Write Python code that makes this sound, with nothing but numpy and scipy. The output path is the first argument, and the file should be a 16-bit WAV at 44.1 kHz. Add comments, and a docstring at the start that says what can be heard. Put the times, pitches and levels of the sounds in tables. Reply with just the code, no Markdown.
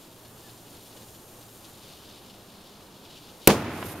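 """Black powder mortar on a lawn

Close to the microphone, a small mortar's fuse hisses and sputters over faint open air.
The charge fires with a crack that overloads the microphone. Nearby surfaces slap it back,
a rumble rolls away among trees and houses, and one distant echo returns.
The last gas hisses out after the shot."""
import sys
import numpy as np
from scipy import signal
from scipy.fft import rfft, irfft
from scipy.io import wavfile

SR = 44100
rng = np.random.default_rng(int(sys.argv[2]) if len(sys.argv) > 2 else 0)


def transcribe(u):
    """Save the signal u as a 16-bit wav file named by the first command-line argument.

    u: samples, shape (n,) or (channels, n), limited to [-1, 1]; the rate is SR.
    q: integer samples, one column per channel.
    """
    v = np.clip(np.atleast_2d(u).T, -1, 1)
    q = np.round(v * 32767).astype(np.int16)
    wavfile.write(sys.argv[1], SR, q)


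N = 176400
T = np.arange(N) / SR
HZ = np.fft.rfftfreq(N, 1 / SR)
FIRE_S = 3.4739

# left-right likeness of the close fuse and crack: f/Hz, likeness (1 = mono)
CLOSE_LIKENESS = [(1000, 0.63), (3000, 1), (15000, 0.8)]
# left-right likeness of the roar, rumble and echoes: f/Hz, likeness
TAIL_LIKENESS = [(60, 1), (300, 1), (640, .985), (1400, 0.93), (3100, 0.52), (6800, 0.15), (15000, .2)]


def amp(db):
    """Decibels to gain."""
    return 10 ** (np.asarray(db) / 20)


def unit(x):
    """Scales to rms 1."""
    return x / np.sqrt(np.mean(x ** 2) + 1e-20)


def pan(db):
    """Stereo gains, the left louder than the right by db."""
    return amp([[db / 2], [-db / 2]])


def over_hz(points):
    """Spreads a table over the spectrum on a log-frequency axis."""
    hz, value = np.transpose(points)
    return np.interp(np.log(HZ + 1), np.log(hz + 1), value)


def level(points):
    """Gain over time from rows of t/s, level/dB."""
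    return amp(np.interp(T, *np.transpose(points)))


def noise(colour_db, likeness):
    """Stereo noise of rms 1 with a given spectral shape and left-right likeness."""
    mid, side = rfft(rng.standard_normal((2, N)))
    same = np.clip(over_hz(likeness), 0, 1)
    mid, side = mid * np.sqrt(1 + same), side * np.sqrt(1 - same)
    return unit(irfft(np.array([mid + side, mid - side]) * amp(colour_db), N))


def narrow_noise(centre_hz, width_hz):
    """A narrow band of noise that follows a moving centre frequency."""
    spread = irfft(rfft(rng.standard_normal((2, N))) * np.exp(-(HZ / width_hz) ** 2), N)
    phase = 2 * np.pi * np.cumsum(centre_hz) / SR
    return unit(spread[0] * np.cos(phase) + spread[1] * np.sin(phase))


def waver(rate_hz, depth_db):
    """A factor that wanders at random around 1."""
    slow_band = np.exp(-(HZ / rate_hz) ** 2) * (HZ > 2)
    drift = irfft(rfft(rng.standard_normal(N)) * slow_band, N)
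    return amp(depth_db * unit(drift))


def burst(start, rise_s, hold_s, t60_s):
    """Linear attack, then an exponential fall from hold_s after the start."""
    age = T - start
    return np.clip(age / rise_s, 0, 1) * np.exp(-np.log(1000) * np.maximum(age - hold_s, 0) / t60_s)


def die_away(x, decay, rise_s, hold_s):
    """Starts a noise at the shot and lets each band die at its own speed."""
    spectrum, bands = rfft(x), 0
    centres_hz, t60s = np.transpose(decay)
    for t60, pick in zip(t60s, np.eye(len(decay))):
        weight = over_hz(list(zip(centres_hz, pick)))
        bands = bands + irfft(spectrum * weight, N) * burst(FIRE_S, rise_s, hold_s, t60)
    return bands


def far_tone(start, end, hz, db, pitch_waver_db):
    """A distant wavering tone that drifts in and out."""
    progress = np.clip((T - start) / (end - start), 0, 1)
    swell = np.sqrt(np.maximum(np.sin(np.pi * progress), 0))
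    pitch = hz * waver(rate_hz=12.5, depth_db=pitch_waver_db)
    tone = unit(np.sin(2 * np.pi * np.cumsum(pitch) / SR))
    return amp(db) * swell * tone * waver(rate_hz=7.9, depth_db=3.5)


def outdoors():
    """Steady low wash of open air around the lawn, with faint drones and whistles far off."""
    # spectrum of the open air: f/Hz, relative level/dB
    air_colour = [(20, -9), (50, -10), (80, -5), (112, -4), (140, -4), (200, -3.5), (350, -4.5),
                  (500, -7.5), (1050, -11.5), (1500, -17), (2000, -21.5), (6000, -27), (15500, -32)]
    # its left-right likeness: f/Hz, likeness
    air_likeness = [(60, 0.96), (300, .98), (640, .94), (1400, 0.72), (4000, 0.22), (15000, 0.52)]
    # low drones: start t/s, end t/s, f/Hz, level/dB
    drone_notes = [(-.3, 2.07, 113.7, -60.5), (1.85, 3.45, 200.2, -60.5)]
    # two whistles, likely a bird: start t/s, end t/s, f/Hz, level/dB
    whistle_notes = [(.22, .33, 1670, -64.5), (.43, 0.548, 1670, -63)]
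    air = amp(-51) * noise(over_hz(air_colour), air_likeness) * waver(rate_hz=11, depth_db=0.67)
    drones = sum(far_tone(*note, pitch_waver_db=0.03) for note in drone_notes)
    whistles = sum(far_tone(*note, pitch_waver_db=0.5) for note in whistle_notes)
    return air + drones + whistles


def fuse():
    """The fuse burns close by with a fine jet and a coarse, spitting sputter until the shot."""
    # spectra of jet and sputter: f/Hz, relative level/dB
    jet_colour = [(500, -43), (2200, -11), (4500, -8.5), (7000, 0.5), (9500, -0.5), (11000, -2), (13000, 1),
                  (15500, -8.5)]
    sputter_colour = [(600, -8), (1600, -16.5), (2050, -12), (2900, -1.5), (3700, 0), (4700, -2.5),
                      (6200, -10), (10000, -15.5), (15500, -21)]
    # their strength as the fuse burns: t/s, level/dB
    jet_level = [(0, -56), (.18, -57.5), (.42, -54.5), (.68, -55.5), (.97, -53.5), (1.3, -54), (1.65, -54),
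                 (2.1, -58.5), (2.55, -60.5), (3.1, -60.5), (3.45, -56.5)]
    sputter_level = [(0, -58), (.33, -62.5), (.48, -55.5), (.62, -60), (.8, -55), (1.13, -59.5),
                     (1.27, -61), (1.57, -59), (1.74, -56.5), (1.87, -52), (2.0, -54), (2.12, -51.5),
                     (2.23, -57), (2.47, -57), (2.67, -55), (2.88, -58.5), (3.16, -52), (3.38, -58),
                     (3.46, -49)]
    # short spits: t/s, level/dB
    spit_events = [(.243, -56), (.49, -56), (.855, -54), (.96, -54), (1.145, -56), (1.642, -52),
                   (2.296, -50), (3.285, -51)]
    jet = noise(over_hz(jet_colour), CLOSE_LIKENESS) * level(jet_level)
    jet *= waver(rate_hz=15, depth_db=0.5)
    spits = sum(amp(db) * burst(t, rise_s=0.004, hold_s=0.016, t60_s=0.08) for t, db in spit_events)
    sputter = noise(over_hz(sputter_colour), CLOSE_LIKENESS) * np.hypot(level(sputter_level), spits)
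    sputter *= waver(rate_hz=32, depth_db=1.24)
    return (jet + sputter) * waver(rate_hz=270, depth_db=1.03) * (T < FIRE_S)


def vent():
    """Gas escapes after the shot: a thin, swelling hiss with a narrow core that sinks in pitch."""
    # spectrum of the hiss: f/Hz, relative level/dB
    hiss_colour = [(1500, -9), (3500, 0.5), (6000, -3), (9000, -0.5), (11500, 0), (14000, -1), (15500, -13)]
    # its swells: t/s, level/dB
    hiss_level = [(3.66, -70), (3.73, -53), (3.78, -48.5), (3.83, -49), (3.86, -44), (3.925, -44.5),
                  (3.95, -53), (4, -51)]
    # its left-right likeness: f/Hz, likeness
    hiss_likeness = [(3000, 0.45), (15000, 0.48)]
    # path of the core: t/s, centre f/Hz, level/dB
    core_path = [(3.83, 13600, -64), (3.86, 12200, -48), (3.9, 11500, -52), (3.932, 11600, -48.5),
                 (3.954, 11500, -77)]
    hiss = noise(over_hz(hiss_colour), hiss_likeness) * level(hiss_level)
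    hiss *= waver(rate_hz=150, depth_db=1.2)
    times, centre_hz, core_db = np.transpose(core_path)
    core = narrow_noise(np.interp(T, times, centre_hz), width_hz=1800)
    core *= amp(np.interp(T, times, core_db))
    return hiss * (T > FIRE_S) + core * (T > times[0])


def rumble():
    """Trees and houses all around return the shot as a lumpy rumble that grows duller."""
    # spectrum of the returns: f/Hz, relative level/dB
    colour = [(20, -32), (50, -19), (95, 0.5), (170, -3), (330, -2), (480, -7.5), (1000, -10.5),
              (2500, -17.5), (4000, -25), (7000, -31.5), (15500, -34.5)]
    # decay by band: f/Hz, t60/s
    decay = [(100, 3.1), (300, 2.32), (1000, 2.5), (2500, 2.3), (6000, 1.53), (15000, 0.95)]
    returns = noise(over_hz(colour), TAIL_LIKENESS) * waver(rate_hz=114, depth_db=1)
    return amp(-29) * die_away(returns, decay, rise_s=0.047, hold_s=0.047)


def echoes():
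    """Four nearby surfaces and a distant one each send the bang back as a dull, smeared slap."""
    # arrivals at the microphone: t/s, level/dB, treble edge f/Hz, t60/s
    arrivals = [(3.502, -22.5, 9000, 0.029), (3.51, -15.5, 3000, 0.012), (3.5424, -24.5, 890, 0.053),
                (3.621, -32, 1200, 0.032), (3.8262, -28, 2800, 0.038)]
    bass_edge_hz = 348
    bass_loss = 1 + (bass_edge_hz / (HZ + 1)) ** 2
    slaps = 0
    for start, db, edge_hz, t60 in arrivals:
        treble_loss = (1 + (HZ / edge_hz) ** 6) * (1 + (2 * HZ / edge_hz) ** 2)
        dulled = noise(-10 * np.log10(bass_loss * treble_loss), TAIL_LIKENESS)
        slaps = slaps + amp(db) * dulled * burst(start, rise_s=0.00077, hold_s=0.00076, t60_s=t60)
    return slaps


def roar():
    """The flame's roar and the scatter from nearby surfaces hold a moment, then fall quickly."""
    # spectrum of flame and scatter: f/Hz, relative level/dB
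    colour = [(20, -11), (45, -12), (90, -1.5), (180, -0.5), (300, -1), (500, -2.5), (780, -4),
              (1300, -13.5), (2800, -19.5), (4800, -22), (8500, -26), (15500, -35)]
    # decay by band: f/Hz, t60/s
    decay = [(100, 0.14), (400, 0.22), (1000, 0.072), (3000, 0.16), (6000, 0.21), (15000, .21)]
    flame = noise(over_hz(colour), TAIL_LIKENESS)
    return amp(-15) * die_away(flame, decay, rise_s=0.004, hold_s=0.033)


def pressure_pulse(length_s, db):
    """A jump in pressure that falls through zero into suction after length_s."""
    progress = np.maximum(T - FIRE_S, 0) / length_s
    return amp(db) * (1 - progress) * np.exp(-progress) * (T > FIRE_S)


def blast():
    """The muzzle at close range: a shock, the shove of expanding gas, a crack and a short ring."""
    # spectrum of the turbulent crack: f/Hz, relative level/dB
    crack_colour = [(100, -11), (600, 8.5), (1600, -10), (3000, 9), (4200, -7), (7000, -2), (9500, -3),
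                    (12500, 3.5), (15500, 1)]
    # ringing of barrel, base and the camera that holds the microphone: f/Hz, level/dB, t60/s
    ring_modes = [(203.8, -16.5, .25), (346, -14, 0.08), (398, 0.5, .03), (487, -12, 0.094),
                  (542, -16.5, 0.15), (738, -15, 0.087)]
    shock = pressure_pulse(length_s=0.00066, db=8)
    shove = pressure_pulse(length_s=0.0039, db=-11)
    crack = amp(4) * noise(over_hz(crack_colour), CLOSE_LIKENESS)
    crack *= burst(FIRE_S, rise_s=0.00018, hold_s=0.0023, t60_s=0.013)
    ring_age = np.maximum(T - FIRE_S - 0.002285, 0)  # starts just behind the shock
    ring = sum(amp(db) * np.sin(2 * np.pi * hz * ring_age) * np.exp(-np.log(1000) * ring_age / t60)
               for hz, db, t60 in ring_modes)
    return shock + shove + crack - ring


def scene():
    """From the microphone: the blast dead centre, the fuse a little left, the rest a little right."""
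    tail = (roar() + rumble() + echoes()) * pan(-0.65)
    return outdoors() * pan(-0.9) + fuse() * pan(1.9) + blast() + tail + vent() * pan(-1.5)


def record(dry):
    """The camera's microphone has a narrow treble notch, clips on the bang and limits the band."""
    notch_hz, notch_width_hz, clip_level, top_hz = 7910, 340, 0.93, 15750
    notched = signal.lfilter(*signal.iirnotch(notch_hz, notch_hz / notch_width_hz, SR), dry)
    clipped = np.clip(notched, -clip_level, clip_level)
    low_pass = signal.firwin(511, top_hz, window=("kaiser", 9), fs=SR)
    return signal.oaconvolve(clipped, low_pass[None], "same")


dry = scene()
out = record(dry)
transcribe(out)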